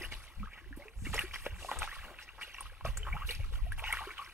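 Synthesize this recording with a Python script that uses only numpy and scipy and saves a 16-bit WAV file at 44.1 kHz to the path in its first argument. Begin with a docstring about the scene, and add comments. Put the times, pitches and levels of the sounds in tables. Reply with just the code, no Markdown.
"""Bare feet wade through the soft mud and shallow water of a drained pond, a couple of metres away.
First a foot stirs the water, which churns and fizzes with bubbles, while a gust rumbles on the microphone.
From about 1 s the feet sink and pull free: air pockets pop, hollows gurgle and films of wet mud smack.
After a lull near 2 s the wading picks up, wind thumps the microphone around 3 s, and a last flurry of
pops comes near 4 s. All along, the banks scatter a short echo."""
import sys
import numpy as np
from scipy import signal
from scipy.fft import rfft, irfft, next_fast_len
from scipy.io import wavfile

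SR = 44100
rng = np.random.default_rng(int(sys.argv[2]) if len(sys.argv) > 2 else 0)


def output_pcm(signal):
    """Save a mono or channel-first signal as 16-bit PCM at the path in sys.argv[1].

    Samples are clipped to [-1, 1] before scaling.
    """
    pcm = np.clip(np.atleast_2d(signal).T, -1, 1) * 32767
    wavfile.write(sys.argv[1], SR, np.round(pcm).astype(np.int16))


N = 190953
TIME = np.arange(N) / SR

# the tone of fine spray: f/Hz, level/dB
SPRAY_COLOUR = [(2000, 4), (3500, 5), (5300, -1), (6300, -3), (7300, -8), (7950, -4), (8450, -0.5),
                (9300, -7.5), (10700, 4), (12500, -5.5), (15500, -44)]


def undb(db):
    """Turn decibels into a factor to multiply by."""
    return 10 ** (np.asarray(db) / 20)


def unit(x):
    """Scale a sound to an average strength (rms) of 1."""
    return x / np.sqrt(np.mean(x ** 2) + 1e-20)


def fade(t, t60):
    """Die away by 60 dB every t60 seconds."""
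    return np.exp(-np.log(1000) * t / t60)


def envelope(s, length, attack_s, release_s):
    """Swell up to the time s, hold for a length, then die away."""
    swell = np.clip(1 + (TIME - s) / attack_s, 0, 1) ** 2
    return swell * np.exp(-np.maximum(TIME - s - length, 0) / release_s)


def wander(rate):
    """Drift to a new random value, roughly within -1 to 1, rate times a second."""
    return np.interp(TIME * rate, np.arange(2000), rng.standard_normal(2000))


def add(track, s, sound):
    """Mix a sound into a track at s seconds."""
    start = int(np.clip(s * SR, 0, N - 1))
    track[start:start + len(sound)] += sound[:N - start]


def filtered(x, response):
    """Multiply each frequency f in a sound by response(f)."""
    size = next_fast_len(x.shape[-1] + 2048)
    spectrum = rfft(x, size) * response(np.fft.rfftfreq(size, 1 / SR))
    return irfft(spectrum, size)[..., :x.shape[-1]]


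def colour(x, points):
    """Shape the tone of a sound by (f/Hz, level/dB) points, at strength 1."""
    hz, db = np.transpose(points)
    return unit(filtered(x, lambda f: undb(np.interp(np.log(f + 1), np.log(hz), db))))


def resonance(x, hz, width):
    """Keep a band around hz, at strength 1; width is a share of hz."""
    return unit(filtered(x, lambda f: (1 + 1j * (f / hz - hz / (f + 1)) / width) ** -2))


def bubble(hz, t60, rise, swell=0.025):
    """A pocket of air rings; its pitch climbs as it shrinks and nears the surface."""
    t = np.arange(int(t60 * SR) + 2) / SR
    loudness = fade(t, t60) * (1 - np.exp(-t / (swell * t60))) ** 2
    return loudness * np.sin(2 * np.pi * hz * t * (1 + rise * t / t60 / 2))


def bubble_cloud(count, low_hz, high_hz, cycles, spread_db, rise):
    """Many bubbles of random size and strength; small ones ring higher and shorter."""
    out = np.zeros(N)
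    for when, size, strength, life, climb in rng.random((count, 5)):
        hz = low_hz * (high_hz / low_hz) ** size
        t60 = cycles * 3 ** (life - .5) / hz
        gain = undb(spread_db * min(-np.log(1 - strength), 4))
        add(out, when * N / SR, gain * bubble(hz, t60, rise * (2 * climb - .5)))
    return unit(out)


def wind(shared=0.71):
    """Gusts push on the microphone's two openings (ports), partly together and partly each alone."""
    # gusts of wind: t/s, length/s, rumble/dB, fast swirls/dB
    gusts = [(0.0, 0.16, -44, -57), (0.384, 0.017, -36, -48), (0.639, .12, -45, -65.5),
             (0.975, 0.22, -38.5, -52.5), (1.24, 0.38, -47, -76), (1.769, 0.039, -38, -59),
             (1.978, 0.03, -43.5, -74), (2.637, 0.052, -47, -67), (2.833, 0.36, -37.5, -54.5),
             (3.251, 0.053, -38.5, -65), (3.35, 0.39, -37, -53.5), (3.75, 0.24, -44.5, -82)]
    # the air between gusts: rumble/dB, fast swirls/dB
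    calm_db = [-58.5, -69]
    # the tone of the deep rumble: f/Hz, level/dB
    rumble_colour = [(10, -17), (25, 3), (42, 1), (75, -4.5), (120, -20), (220, -35), (500, -100)]
    # the tone of the fast swirls: f/Hz, level/dB
    swirl_colour = [(50, 1.5), (110, 3.5), (170, -7), (260, -13), (500, -92), (1500, -42.5)]
    power = undb(calm_db)[:, None] ** 2
    for s, length, *db in gusts:
        power = power + np.outer(undb(db), envelope(s, length, attack_s=0.028, release_s=0.051)) ** 2
    rumble_gain, swirl_gain = np.sqrt(power)
    rumble, swirls = (colour(rng.standard_normal((2, N)) + shared * rng.standard_normal(N), tone)
                      for tone in (rumble_colour, swirl_colour))
    return rumble_gain * rumble + swirl_gain * swirls


def wind_thumps(cycles=2.04, uneven_db=3):
    """A swirl of air shoves each port for a few cycles, never quite alike."""
    # hard hits of wind, varied for each port: t/s, level near the top of its range/dB, f/Hz
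    thumps = [(1.02, -23.5, 97.5), (1.089, -22, 79.5), (1.518, -25.5, 71.7), (2.842, -27.5, 97),
              (2.883, -30.5, 58.4), (3.099, -20.5, 51.8), (3.391, -19, 68.5), (3.463, -31.5, 70),
              (3.52, -22, 66.8), (3.611, -21.5, 57)]
    out = np.zeros((2, N))
    for s, db, hz in thumps:
        for port, (size, stretch) in zip(out, rng.standard_normal((2, 2))):
            samples = int(cycles * SR / hz * 1.42 ** stretch)
            turns = np.arange(samples) * hz / SR / 1.16 ** stretch
            gain = undb(db + uneven_db * (size - 2))
            add(port, s, gain * np.sin(2 * np.pi * turns) * np.hanning(samples))
    return out


def bank_echo(x, near_db=-10, near_t60=0.054, far_db=-21, far_t60=0.81):
    """Water, legs and tyres scatter the sound at once, the banks later."""
    t = np.arange(SR // 2) / SR
    near, far = (unit(rng.standard_normal((2, len(t))) * fade(t, t60) * (t > .002))
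                 for t60 in (near_t60, far_t60))
    mid, side = (undb(near_db) * near + undb(far_db) * far) / np.sqrt(len(t))
    # left and right are least alike in the treble
    side = filtered(side, lambda f: np.interp(f, [0, 1500, 4000, 9000], [0.54, 0.3, 0.61, 2.1]))
    return np.array([signal.fftconvolve(x, echo)[:N] for echo in (mid + side, mid - side)])


def ports(x):
    """Sound bends round the microphone's body and reaches the left port a little late."""
    # how far the right port is ahead of the left: f/Hz, phase/rad
    right_lead = [(0, 0), (1000, .3), (2700, .8), (3400, 2.6), (4500, 4.2), (6200, 6.0), (16000, 6.3)]
    hz, radians = np.transpose(right_lead)
    return np.array([filtered(x, lambda f: np.exp(share * 1j * np.interp(f, hz, radians)))
                     for share in (-.5, .5)])


def stirring():
    """Each shove stirs the water and leaves a fading wake; gives churn, slosh and spray levels in dB."""
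    # a foot or shin pushes through the pond: t/s, length/s, churn/dB, slosh/dB, spray/dB
    shoves = [(0.0, 0.057, -48, -50.5, -52), (0.117, 0.027, -51, -52, -50.5),
              (0.228, 0.014, -58.5, -65, -56), (0.513, 0.088, -58, -72, -88),
              (0.78, 0.09, -64.5, -58, -67.5), (1.05, 0.064, -50.5, -59.5, -56),
              (1.136, 0.082, -43.5, -49, -48), (1.332, 0.035, -48, -74, -51),
              (1.444, 0.026, -46.5, -55, -59.5), (1.6, 0.11, -62.5, -56, -54),
              (1.694, 0.14, -54, -54.5, -55.5), (1.818, 0.026, -46.5, -64, -46.5),
              (1.894, 0.16, -49.5, -74, -60.5), (2.045, 0.072, -63, -50, -65),
              (2.192, 0.034, -51.5, -66, -57), (2.42, 0.01, -45.5, -55, -49.5),
              (2.548, 0.12, -57.5, -68, -60.5), (2.859, 0.023, -47, -50.5, -52),
              (3.051, 0.2, -51, -59.5, -69.5), (3.274, 0.049, -62, -67, -46.5),
              (3.389, 0.062, -58, -65, -80), (3.529, 0.051, -52.5, -64, -59.5),
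              (3.779, 0.34, -52, -63, -57), (3.865, .12, -42.5, -81, -54), (4.181, 0.11, -54, -89, -58.5)]
    # how churn, slosh and spray (a row each) swell and settle:
    # attack/s, release/s, wake/dB, wake release/s, still water/dB
    settling = [(.012, 0.019, -8.5, 0.32, -67), (.025, 0.026, -9, 0.16, -66), (.03, 0.042, -5, .12, -69)]
    levels = []
    for layer, (attack_s, release_s, wake_db, wake_s, still_db) in enumerate(settling):
        power = undb(still_db) ** 2
        for s, length, *db in shoves:
            push = envelope(s, length, attack_s, release_s)
            wake = undb(wake_db) * envelope(s, length, attack_s, wake_s)
            power = power + (undb(db[layer]) * np.maximum(push, wake)) ** 2
        levels.append(10 * np.log10(power))
    return levels


def swishes():
    """A thin sheet of water slides off a leg with a soft, bright swell."""
    # sliding sheets: t/s, length/s (cut to 1/3 s at most), centre f/Hz, level/dB
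    sheets = [(0.95, 0.49, 7450, -58.5), (1.36, 0.15, 9500, -60), (1.523, 0.3, 7800, -59),
              (3.252, .11, 11000, -54), (3.773, 0.045, 10100, -57)]
    out = np.zeros(N)
    for s, length, hz, db in sheets:
        hiss = resonance(rng.standard_normal(SR // 3), hz, width=0.58)[:int(length * SR)]
        add(out, s, undb(db) * hiss * np.sin(np.linspace(0, np.pi, len(hiss))))
    return out


def spray(spray_db, crackle_db=-6, hiss_db=-3, patchy_db=6.5, flicker_db=2):
    """Tiny bubbles crackle in the wet mud; their hiss comes from all around and keeps changing tone."""
    tiny = bubble_cloud(count=2500, low_hz=3350, high_hz=14080, cycles=33, spread_db=0, rise=0.026)
    crackle = colour(tiny, SPRAY_COLOUR)
    bands = np.zeros((2, N))
    for hz in np.geomspace(3000, 14500, num=10):
        band = resonance(rng.standard_normal((2, N)), hz, width=0.51)
        bands += band * undb(patchy_db * wander(22) + flicker_db * wander(160))
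    hiss = colour(bands, SPRAY_COLOUR)
    return undb(spray_db + crackle_db) * crackle, undb(spray_db + hiss_db) * hiss


def slosh(slosh_db, gain_db=-6):
    """Water shoved aside by the shins glugs with big, low bubbles."""
    # the tone of the deep wash: f/Hz, level/dB
    wash_colour = [(100, -3), (280, -0.5), (430, -4.5), (800, 1.5), (1100, -2.5), (2000, -24.5)]
    glugs = bubble_cloud(count=600, low_hz=314.5, high_hz=1023, cycles=13.2, spread_db=5.5, rise=0.29)
    wash = colour(rng.standard_normal(N), wash_colour)
    return undb(slosh_db + gain_db) * (glugs + wash)


def churn(churn_db, gain_db=-1):
    """Stirred muddy water: a crowd of small, short-lived bubbles over a weaker, flickering wash."""
    # the tone of churning water: f/Hz, level/dB
    tone = [(400, -31), (750, -16), (1100, -1.5), (2000, 3), (2850, 6.5), (3500, -3.5), (4800, -17),
            (7000, -15)]
    bubbles = bubble_cloud(count=2000, low_hz=750, high_hz=3600, cycles=24, spread_db=3.8, rise=.25)
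    wash = rng.standard_normal(N) * undb(2 * wander(180))
    return undb(churn_db + gain_db) * (.82 * colour(bubbles, tone) + .55 * colour(wash, tone))


def small_pockets(churn_db, level_db=-59, at_churn_db=-53, follow=1.2):
    """Lesser air pockets plip at random, louder where the water is stirred."""
    plips = bubble_cloud(count=160, low_hz=1203, high_hz=3060, cycles=39, spread_db=3, rise=0.43)
    return undb(level_db + follow * (churn_db - at_churn_db)) * plips


def slurps(grain_db=2.5):
    """Tiny rips in the mud make the hollow round a foot ring; its pitch glides as water rushes in."""
    # mud sucking at a foot: t/s, length/s, start f/Hz, end f/Hz, level/dB, resonance width/Hz
    gulps = [(0.119, 0.023, 700, 1100, -52.5, 1600), (0.392, 0.062, 152, 252, -48, 27),
             (0.53, 0.026, 2380, 2760, -52, 470), (0.573, 0.027, 1390, 2170, -54.5, 950),
             (1.021, 0.065, 150, 283, -55, 10), (1.085, .05, 110, 238, -47.5, 41),
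             (1.133, 0.056, 1560, 2560, -45.5, 2900), (1.336, .028, 1500, 3000, -45, 2400),
             (1.521, .07, 133, 225, -61, 6.3), (1.685, 0.023, 1000, 1270, -42, 180),
             (1.714, 0.04, 840, 1310, -45.5, 1500), (1.755, 0.032, 694, 900, -48, 1200),
             (1.808, 0.062, 770, 920, -46.5, 190), (2.377, 0.049, 950, 1920, -54, 480),
             (2.41, 0.017, 1700, 2160, -45, 710), (2.852, 0.031, 1100, 1210, -45, 240),
             (2.866, 0.039, 104, 162, -42.5, 18), (2.982, 0.1, 430, 440, -61, 2.8),
             (3.065, 0.036, 1430, 1000, -44, 340), (3.126, 0.049, 114, 186, -46, 28),
             (3.132, 0.082, 680, 1420, -50, 160), (3.202, 0.058, 1010, 1480, -52, 57),
             (3.284, 0.09, 2100, 2830, -46.5, 270), (3.776, 0.11, 890, 1050, -54, 150),
             (3.846, 0.029, 2060, 2980, -44, 320), (3.82, .026, 540, 900, -52.5, 58),
             (3.885, 0.041, 800, 1000, -47.5, 33), (4.004, 0.067, 780, 1260, -48.5, 160),
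             (4.185, 0.066, 850, 1380, -50.5, 95)]
    out = np.zeros(N)
    for s, length, start_hz, end_hz, db, width_hz in gulps:
        noise, sizes = rng.standard_normal((2, SR // 8))[:, :int(length * SR)]
        rips = noise * undb(grain_db * sizes)
        progress = np.linspace(0, 1, len(noise))
        hz = start_hz * (end_hz / start_hz) ** progress
        glide = np.exp(2j * np.pi * np.cumsum(hz) / SR)
        # the hollow rings along the glide; soft mud swallows everything far from it
        poles = np.exp(-np.pi * np.array([width_hz, width_hz + start_hz / 2]) / SR)
        hollow = signal.lfilter([1], np.poly(poles), rips / glide) * glide
        add(out, s, undb(db) * unit(hollow.real * np.sin(np.pi * np.sqrt(progress))))
    return out


def smacks(gain_db=-3, spatter_db=-15, spatter_t60=0.055, spatter_rise_s=0.0008, snap=2.54):
    """A film of mud stretches and snaps in a short bright burst, then droplets spatter."""
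    # snapping films: t/s, relative level/dB, centre f/Hz, time scale/s, width as a share of the centre
    films = [(0.020, -35, 5170, 0.023, 0.11), (0.12, -38.5, 4900, .05, .4),
             (0.761, -49.5, 10800, 0.15, 0.49), (1.1434, -21, 7250, .014, 0.14),
             (1.1637, -25.5, 5260, 0.031, 0.079), (1.192, -30.5, 9550, 0.026, 0.78),
             (1.342, -30, 5330, 0.019, 0.11), (1.353, -27.5, 5000, .011, 0.085),
             (1.453, -38, 5500, 0.024, 0.18), (1.7878, -25, 8400, 0.026, 0.043),
             (1.7874, -27.5, 7100, 0.017, 0.33), (2.222, -46, 5200, 0.14, 0.28),
             (2.424, -46, 7500, 0.043, 0.057), (2.538, -45.5, 5640, 0.067, 0.13),
             (2.6064, -29.5, 9200, 0.025, 0.22), (2.852, -34.5, 5300, 0.027, .31),
             (2.9702, -34, 7100, 0.046, 1), (2.9716, -25, 7800, 0.035, 0.23),
             (3.307, -22, 4010, 0.039, 0.11), (3.3492, -30, 5040, 0.015, 0.15),
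             (3.721, -29.5, 10100, 0.007, 0.053), (3.898, -43, 4800, .017, 0.48),
             (3.9249, -27, 10160, 0.028, 0.48), (4.245, -39.5, 5220, 0.028, 0.12)]
    out = np.zeros(N)
    t = np.arange(SR // 10) / SR
    shower = fade(t, spatter_t60) * (1 - np.exp(-t / spatter_rise_s))
    for s, db, hz, scale_s, width in films:
        noise, drops, sizes = rng.standard_normal((3, len(t)))
        age = np.log(1000) * t / scale_s
        burst = resonance(noise, hz, width) * age * np.exp(1 - snap * age)
        spatter = colour(drops * undb(5.9 * sizes), SPRAY_COLOUR) * shower
        add(out, s, undb(db) * (burst + undb(spatter_db) * spatter))
    return undb(gain_db) * out


def air_pockets(tear_db=-15, tear_t60=0.01, tear_lead_s=0.0022, typical_t60=0.016):
    """Each pocket rings, with a wet rasp as its mud wall tears; the longer it rings, the less it rasps."""
    # the loudest pockets that burst under the feet: t/s, f/Hz, level/dB, ring time t60/s
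    pops = [(0.011, 329, -35.5, 0.043), (0.041, 1690, -34.5, 0.041), (0.048, 2860, -30.5, 0.026),
            (0.123, 2090, -27, 0.012), (0.43, 1180, -34, 0.041), (0.458, 1515, -38.5, 0.022),
            (0.472, 1160, -37.5, 0.037), (0.707, 267, -41.5, 0.11), (0.727, 1640, -36, 0.037),
            (0.773, 277, -33.5, 0.035), (0.791, 558, -46.5, .14), (0.821, 2100, -40.5, 0.038),
            (0.852, 415, -44, .15), (0.883, 2470, -35, 0.014), (1.056, 2750, -34.5, 0.026),
            (1.068, 275, -31, 0.04), (1.067, 2150, -33.5, 0.036), (1.14, 890, -25.5, 0.014),
            (1.144, 423, -32.5, 0.062), (1.18, 1960, -19.5, 0.014), (1.1917, 2800, -15, 0.013),
            (1.216, 1670, -33, 0.07), (1.237, 351, -34.5, 0.065), (1.34, 3150, -30.5, 0.027),
            (1.359, 2060, -24.5, 0.0092), (1.465, 512, -20.5, 0.014), (1.4645, 2220, -30, 0.0083),
            (1.627, 2725, -34, 0.023), (1.647, 703, -29, 0.026), (1.689, 1030, -35, 0.029),
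            (1.7154, 817, -18.5, 0.011), (1.82, 1230, -19.5, 0.011), (1.8308, 2450, -20.5, 0.0063),
            (1.876, 1180, -27, 0.013), (1.915, 1800, -32.5, 0.022), (2.188, 2470, -32, 0.015),
            (2.29, 2710, -36, 0.019), (2.428, 2800, -31.5, .055), (2.545, 2690, -30, 0.015),
            (2.584, 2690, -31, 0.014), (2.582, 1006, -39, 0.038), (2.608, 970, -32, .022),
            (2.656, 1140, -37, 0.034), (2.81, 950, -34, 0.014), (2.8505, 635, -23.5, 0.038),
            (2.8503, 1140, -27.5, 0.0066), (2.9725, 1400, -33.5, 0.015), (3.031, 3010, -30, 0.022),
            (3.071, 970, -27.5, 0.013), (3.127, 2227, -26.5, 0.032), (3.167, 1204, -29.5, 0.03),
            (3.22, 1173, -32.5, 0.037), (3.291, 2840, -24.5, 0.024), (3.297, 450, -37.5, 0.054),
            (3.665, 680, -39.5, 0.066), (3.72, 1586, -26.5, 0.03), (3.795, 2290, -26, 0.0081),
            (3.838, 818, -32, 0.037), (3.8409, 2550, -25, 0.011), (3.877, 2890, -28.5, 0.052),
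            (3.927, 2094, -15, .015), (3.936, 1110, -23, 0.013), (3.971, 1680, -22, 0.0066),
            (3.991, 1097, -31.5, 0.046), (4.017, 1096, -35, 0.062), (4.07, 384, -35, 0.08),
            (4.182, 2960, -30.5, 0.016), (4.189, 1095, -33, 0.093)]
    # pockets near 1 kHz chirp most: f/Hz, share by which the pitch rises while it rings
    pitch_rise = [(300, 0.33), (650, 0.18), (1100, 0.62), (1700, 0.37), (2800, 0.034)]
    rings, tears = np.zeros(N), np.zeros(N)
    t = np.arange(SR // 10) / SR - .02  # the tear starts just before the pop
    tear_shape = np.exp(np.minimum(t / tear_lead_s, -np.log(1000) * t / tear_t60))
    for s, hz, db, t60 in pops:
        rise = np.interp(hz, *np.transpose(pitch_rise))
        add(rings, s, undb(db) * bubble(hz, t60, rise, swell=0.019))
        add(tears, s + t[0], undb(db) * min(typical_t60 / t60, 1) * tear_shape)
    rasp_colour = [(200, -80), (900, 13.5), (2900, 15.5), (4500, -3), (11000, -28), (16000, -46)]
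    rasp = colour(rng.standard_normal(N), rasp_colour)
    return rings + undb(tear_db) * tears * rasp


def scene():
    """Everything the feet stir up, its echo, and the wind, in stereo."""
    churn_db, slosh_db, spray_db = stirring()
    crackle, hiss = spray(spray_db)
    mud = air_pockets() + small_pockets(churn_db) + slurps() + smacks() + crackle
    water = churn(churn_db) + slosh(slosh_db) + swishes()
    wading = mud + water
    return ports(wading) + bank_echo(wading) + hiss + wind() + wind_thumps()


def record(dry):
    """The recorder cuts the highest treble, above 15.5 kHz."""
    return signal.sosfilt(signal.ellip(8, .2, 70, 15500, fs=SR, output="sos"), dry)


dry = scene()
out = record(dry)
output_pcm(out)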